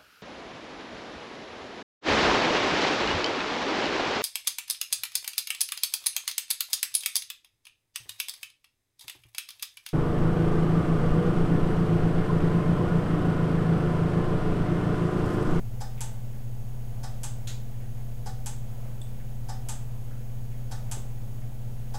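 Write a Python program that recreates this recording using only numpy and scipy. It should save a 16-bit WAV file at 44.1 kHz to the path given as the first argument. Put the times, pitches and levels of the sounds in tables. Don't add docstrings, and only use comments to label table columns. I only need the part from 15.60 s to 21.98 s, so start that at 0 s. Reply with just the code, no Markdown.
import sys
import numpy as np
from scipy import signal
from scipy.fft import rfft, irfft, next_fast_len
from scipy.io import wavfile
from scipy.ndimage import map_coordinates

SR = 44100
rng = np.random.default_rng(int(sys.argv[2]) if len(sys.argv) > 2 else 0)


def wrap_up_sound(samples):
    columns = np.atleast_2d(samples).T
    tamed = np.clip(columns, -1, 1)
    steps = np.round(tamed * 32767).astype(np.int16)
    wavfile.write(sys.argv[1], SR, steps)


N = 281446


def amp(db):
    return 10 ** (np.asarray(db) / 20)


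def along(points, hz):
    freqs, values = np.transpose(points)
    return np.interp(np.log(hz + 1), np.log(freqs + 1), values)


def wobble(rate):
    knots = rng.standard_normal(int(N * rate / SR) + 4)
    return map_coordinates(knots, [np.arange(N) * rate / SR])


def filtered(x, response):
    size = next_fast_len(len(x) + SR // 2)
    return irfft(rfft(x, size) * response(np.fft.rfftfreq(size, 1 / SR)), size)[:len(x)]


def noise(spectrum):
    return filtered(rng.standard_normal(N), lambda hz: amp(along(spectrum, hz)) * np.sqrt(SR / 2))


def modes(rows):
    return lambda f: sum((-1) ** k * amp(db) * 1j * f * width / (hz * hz - f * f + 1j * f * width)
                         for k, (hz, width, db) in enumerate(rows))


def spikes(rows):
    track = np.zeros(N)
    for at, db in rows:
        track[round(at * SR)] += amp(db)
    return track


# (multiple of the turning rate, level [dB rms])
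BIG_FAN_PARTIALS = [(1, -41), (2, -57), (3, -52), (4, -57), (6, -70), (7, -59), (8, -68), (20, -73)]
SLOW_FAN_PARTIALS = [(1, -61), (2, -55), (3, -62), (5, -60), (6, -49), (7, -56), (8, -59), (9, -65),
                     (10, -67), (11, -69), (12, -54), (28, -67)]
DISK_PARTIALS = [(1, -38)]

def fans_and_disk():
    def shaft(partials, hz, start_rad):
        angle = 2 * np.pi * hz * np.arange(N) / SR + start_rad + 0.0087 * wobble(0.55)
        return np.sqrt(2) * sum(amp(db + 0.24 * wobble(3.14)) * np.cos(k * angle) for k, db in partials)

    return (shaft(BIG_FAN_PARTIALS, hz=34.614, start_rad=.8)
            + shaft(SLOW_FAN_PARTIALS, hz=17.699, start_rad=3.25)
            + shaft(DISK_PARTIALS, hz=120.01, start_rad=1.2))


WHINE_PITCHES = (3300.3, 6570.5, 6600.5, 9870.7, 13171)
WHINE_LEVELS = (-84, -75, -76, -85, -80)

def power_supply():
    t = np.arange(N) / SR
    return np.sqrt(2) * sum(amp(db) * np.cos(2 * np.pi * (hz * t + rng.random()))
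                            for hz, db in zip(WHINE_PITCHES, WHINE_LEVELS))


# (frequency [Hz], level [dB per Hz])
AIR_SPECTRUM = [(15, -63.5), (35, -86), (60, -70), (85, -91), (110, -59.5), (135, -79), (180, -76),
                (260, -83), (550, -83.5), (850, -87.5), (1050, -96), (2000, -99), (3300, -101),
                (4200, -108)]

def rushing_air():
    return amp(0.31 * wobble(5.7)) * noise(AIR_SPECTRUM)


# (frequency [Hz], level [dB per Hz])
RUSH_SPECTRUM = [(300, -105), (600, -87), (900, -90.5), (1300, -97), (2500, -103), (4000, -112)]
# (time [s], gain [dB])
RUSH_FADER = [(0, -11), (.5, 2), (.8, -14), (1.35, 1.5), (2.1, -6), (3, -6), (3.25, 4), (3.6, -9),
              (4.2, -1.5), (4.9, -9), (5.3, 3.5), (5.9, -9.5), (6.38, -3.5)]

def soft_rush():
    swell_db = np.interp(np.arange(N) / SR, *np.transpose(RUSH_FADER))
    return amp(swell_db + wobble(11)) * noise(RUSH_SPECTRUM)


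# (frequency [Hz], t60 [s])
ROOM_DECAY = [(500, 0.7), (1500, 0.36), (4000, 0.36), (9000, 0.31), (15000, 0.17)]

def room_tail():
    hz, t, bands = signal.stft(rng.standard_normal(SR // 2), SR, nperseg=256)
    decay = amp(-60 * t / along(ROOM_DECAY, hz)[:, None])
    tail = signal.istft(bands * decay, SR, nperseg=256)[1][:SR // 2]
    return tail / np.linalg.norm(tail)


def room(wet_db, rise_s, snap_s, walls=()):
    t = np.arange(SR // 2) / SR
    response = amp(wet_db) * (1 - np.exp(-t / rise_s)) * room_tail()
    for delay, db in [(0, 0), *walls]:
        burst = rng.standard_normal(SR // 10) * amp(-60 * t[:SR // 10] / snap_s)
        burst[0] = np.linalg.norm(burst)
        response[round(delay * SR):][:len(burst)] += amp(db) * burst / np.linalg.norm(burst)
    return response


# (delay [s], gain [dB])
PULL_CHATTER = [(.0012, 9), (.0052, 7.5), (.0068, 5.5), (0.01, -2), (0.0132, -22)]
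# (frequency [Hz], width [Hz], pull-in gain [dB], drop-out gain [dB])
CASE_MODES = [(558, 240, 3.5, -9), (820, 180, 7, 10.5), (1110, 170, -1, 5), (1535, 330, 5.5, 9.5),
              (2900, 940, -3, 9.5), (3305, 620, 2.5, 13.5), (4940, 1270, 0.5, 7.5), (6420, 540, 4, 17),
              (7340, 370, 2, 18), (8020, 440, 4.5, 20), (11040, 1800, -2.5, 13.5)]
# (delay [s], gain [dB])
REFLECTIONS = [(.0048, -7), (.0085, -7), (.01, -3), (.0125, -8)]
# (frequency [Hz], width [Hz], gain [dB])
SNAP_MODES = [(6440, 800, 1), (7940, 900, 10), (13800, 1200, -2)]

def relay(first_pull_s=.2048, cycle_s=1.22675, hold_s=.2021, pull_db=-31, drop_db=-23):
    pull_times = np.arange(first_pull_s, N / SR, cycle_s)
    drop_times = pull_times[pull_times + hold_s < N / SR] + hold_s
    pulls = spikes([(at + delay + rng.normal(0, .00003), pull_db + db + rng.normal(0, 1))
                    for at in pull_times for delay, db in PULL_CHATTER])
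    drops = spikes([(at, drop_db + rng.normal(0, .5)) for at in drop_times])
    hz, width, pull_gains, drop_gains = np.transpose(CASE_MODES)
    case = filtered(pulls, modes(zip(hz, width, pull_gains)))
    case += filtered(drops, modes(zip(hz, width, drop_gains)))
    case = filtered(case, lambda f: 1 / (1 + 1j * f / 12000) ** 2)
    reverb = room(wet_db=9, rise_s=0.00093, snap_s=0.0024, walls=REFLECTIONS)
    clicks = signal.fftconvolve(case, reverb)[:N]
    return clicks + box_ring(pull_times, drop_times) + filtered(drops, modes(SNAP_MODES))


# (pitch [Hz], pull-in level [dB], drop-out level [dB], t60 [s])
BOX_MODES = [(498, -43.5, -68, 0.09), (585, -57, -51, 0.17), (761, -44.5, -55, 0.53), (830, -38, -46, 0.18),
             (889, -45, -45, 0.27), (1139, -49, -56, 0.24), (1217, -50, -52.5, 0.24), (1606, -57, -71, 0.1),
             (1787, -50.5, -63, 0.098), (2480, -73, -48.5, 0.11), (3530, -75, -60, 0.36),
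             (4930, -61.5, -64, 0.27), (5070, -52, -77, 0.34), (5200, -68, -72, 0.28),
             (5490, -53, -58.5, 0.28), (6430, -62, -47.5, 0.18), (7600, -70, -55, 0.46),
             (7660, -85, -49, 0.4), (8470, -72, -48, 0.29)]
PULL_ACCENTS = [-1.5, -0.5, -0.5, 0, -4.5, 0.4]

def box_ring(pull_times, drop_times):
    t = np.arange(SR // 2) / SR
    rings = np.array([amp(-60 * t / t60) * np.sin(2 * np.pi * hz * t) for hz, _, _, t60 in BOX_MODES])
    rings *= 1 - np.exp(-t / 0.0016)
    _, pull_levels, drop_levels, _ = np.transpose(BOX_MODES)
    blows = [(at, pull_levels + accent) for at, accent in zip(pull_times, PULL_ACCENTS)]
    blows += [(at, drop_levels) for at in drop_times]
    track = np.zeros(N + SR)
    for at, levels in blows:
        gains = amp(levels + rng.normal(0, 1.9, len(rings)))
        track[round((at + .004) * SR):][:len(t)] += gains @ rings
    return track[:N]


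def one_shot(at, db, wet_db, snap_s, rings):
    ring = modes(rings)
    hit = filtered(room(wet_db, rise_s=0.002, snap_s=snap_s), lambda f: ring(f) ** 2)
    track = np.zeros(N + SR)
    track[round(at * SR):][:len(hit)] = amp(db) * hit
    return track[:N]


# (time [s], gain [dB], pitch [Hz])
TICK_CUES = [(.3785, -16, 2230), (.731, -22.5, 1660), (2.202, -21, 1800), (2.372, -24, 1870),
             (3.6, -21, 1740), (4.51, -19, 1450), (4.916, -23, 1960), (5.82, -24.5, 1500)]

def ticks(width_hz=740, upper_ratio=1.73):
    track = np.zeros(N)
    for at, db, hz in TICK_CUES:
        rings = [(hz, width_hz, 0), (upper_ratio * hz, width_hz, -9)]
        track += one_shot(at, db, wet_db=6, snap_s=.005, rings=rings)
    return track


# (frequency [Hz], width [Hz], gain per pass [dB])
CLACK = [(1430, 720, -2.5), (2440, 850, -0.5), (3750, 1300, 1), (5470, 1000, 0), (6700, 1200, 1.5),
         (9350, 2800, -3.5), (12300, 2700, -5)]
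THUMP = [(45, 30, 0), (63.7, 18, -2)]
PING = [(3510, 270, 2), (5000, 1200, -9), (8150, 930, 0), (11200, 1800, -8)]
BUMP = [(335, 180, -.4), (510, 290, 0)]
# (time [s], gain [dB], reverb send [dB], snap t60 [s])
KNOCK_CUES = [(1.873, -8.5, 8.5, .0098), (1.924, 2, 11, .05), (3.416, -9, -3, 0.0049),
              (5.367, 1, -3, 0.035)]

def knocks():
    return sum(one_shot(*cue, rings) for cue, rings in zip(KNOCK_CUES, (CLACK, THUMP, PING, BUMP)))


def scene():
    computers = fans_and_disk() + power_supply() + rushing_air()
    return (computers + soft_rush() + relay() + knocks() + ticks())[None]


# (frequency [Hz], level [dB per Hz])
HISS_SPECTRUM = [(500, -104), (4000, -105), (7000, -104), (9500, -105), (11500, -103), (13500, -101),
                 (16000, -100)]

def record(dry):
    high_cut_hz, offset = 15780, -.0261
    hissy = dry[0] + noise(HISS_SPECTRUM)
    return filtered(hissy, lambda hz: hz < high_cut_hz)[None] + offset


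dry = scene()
out = record(dry)
wrap_up_sound(out)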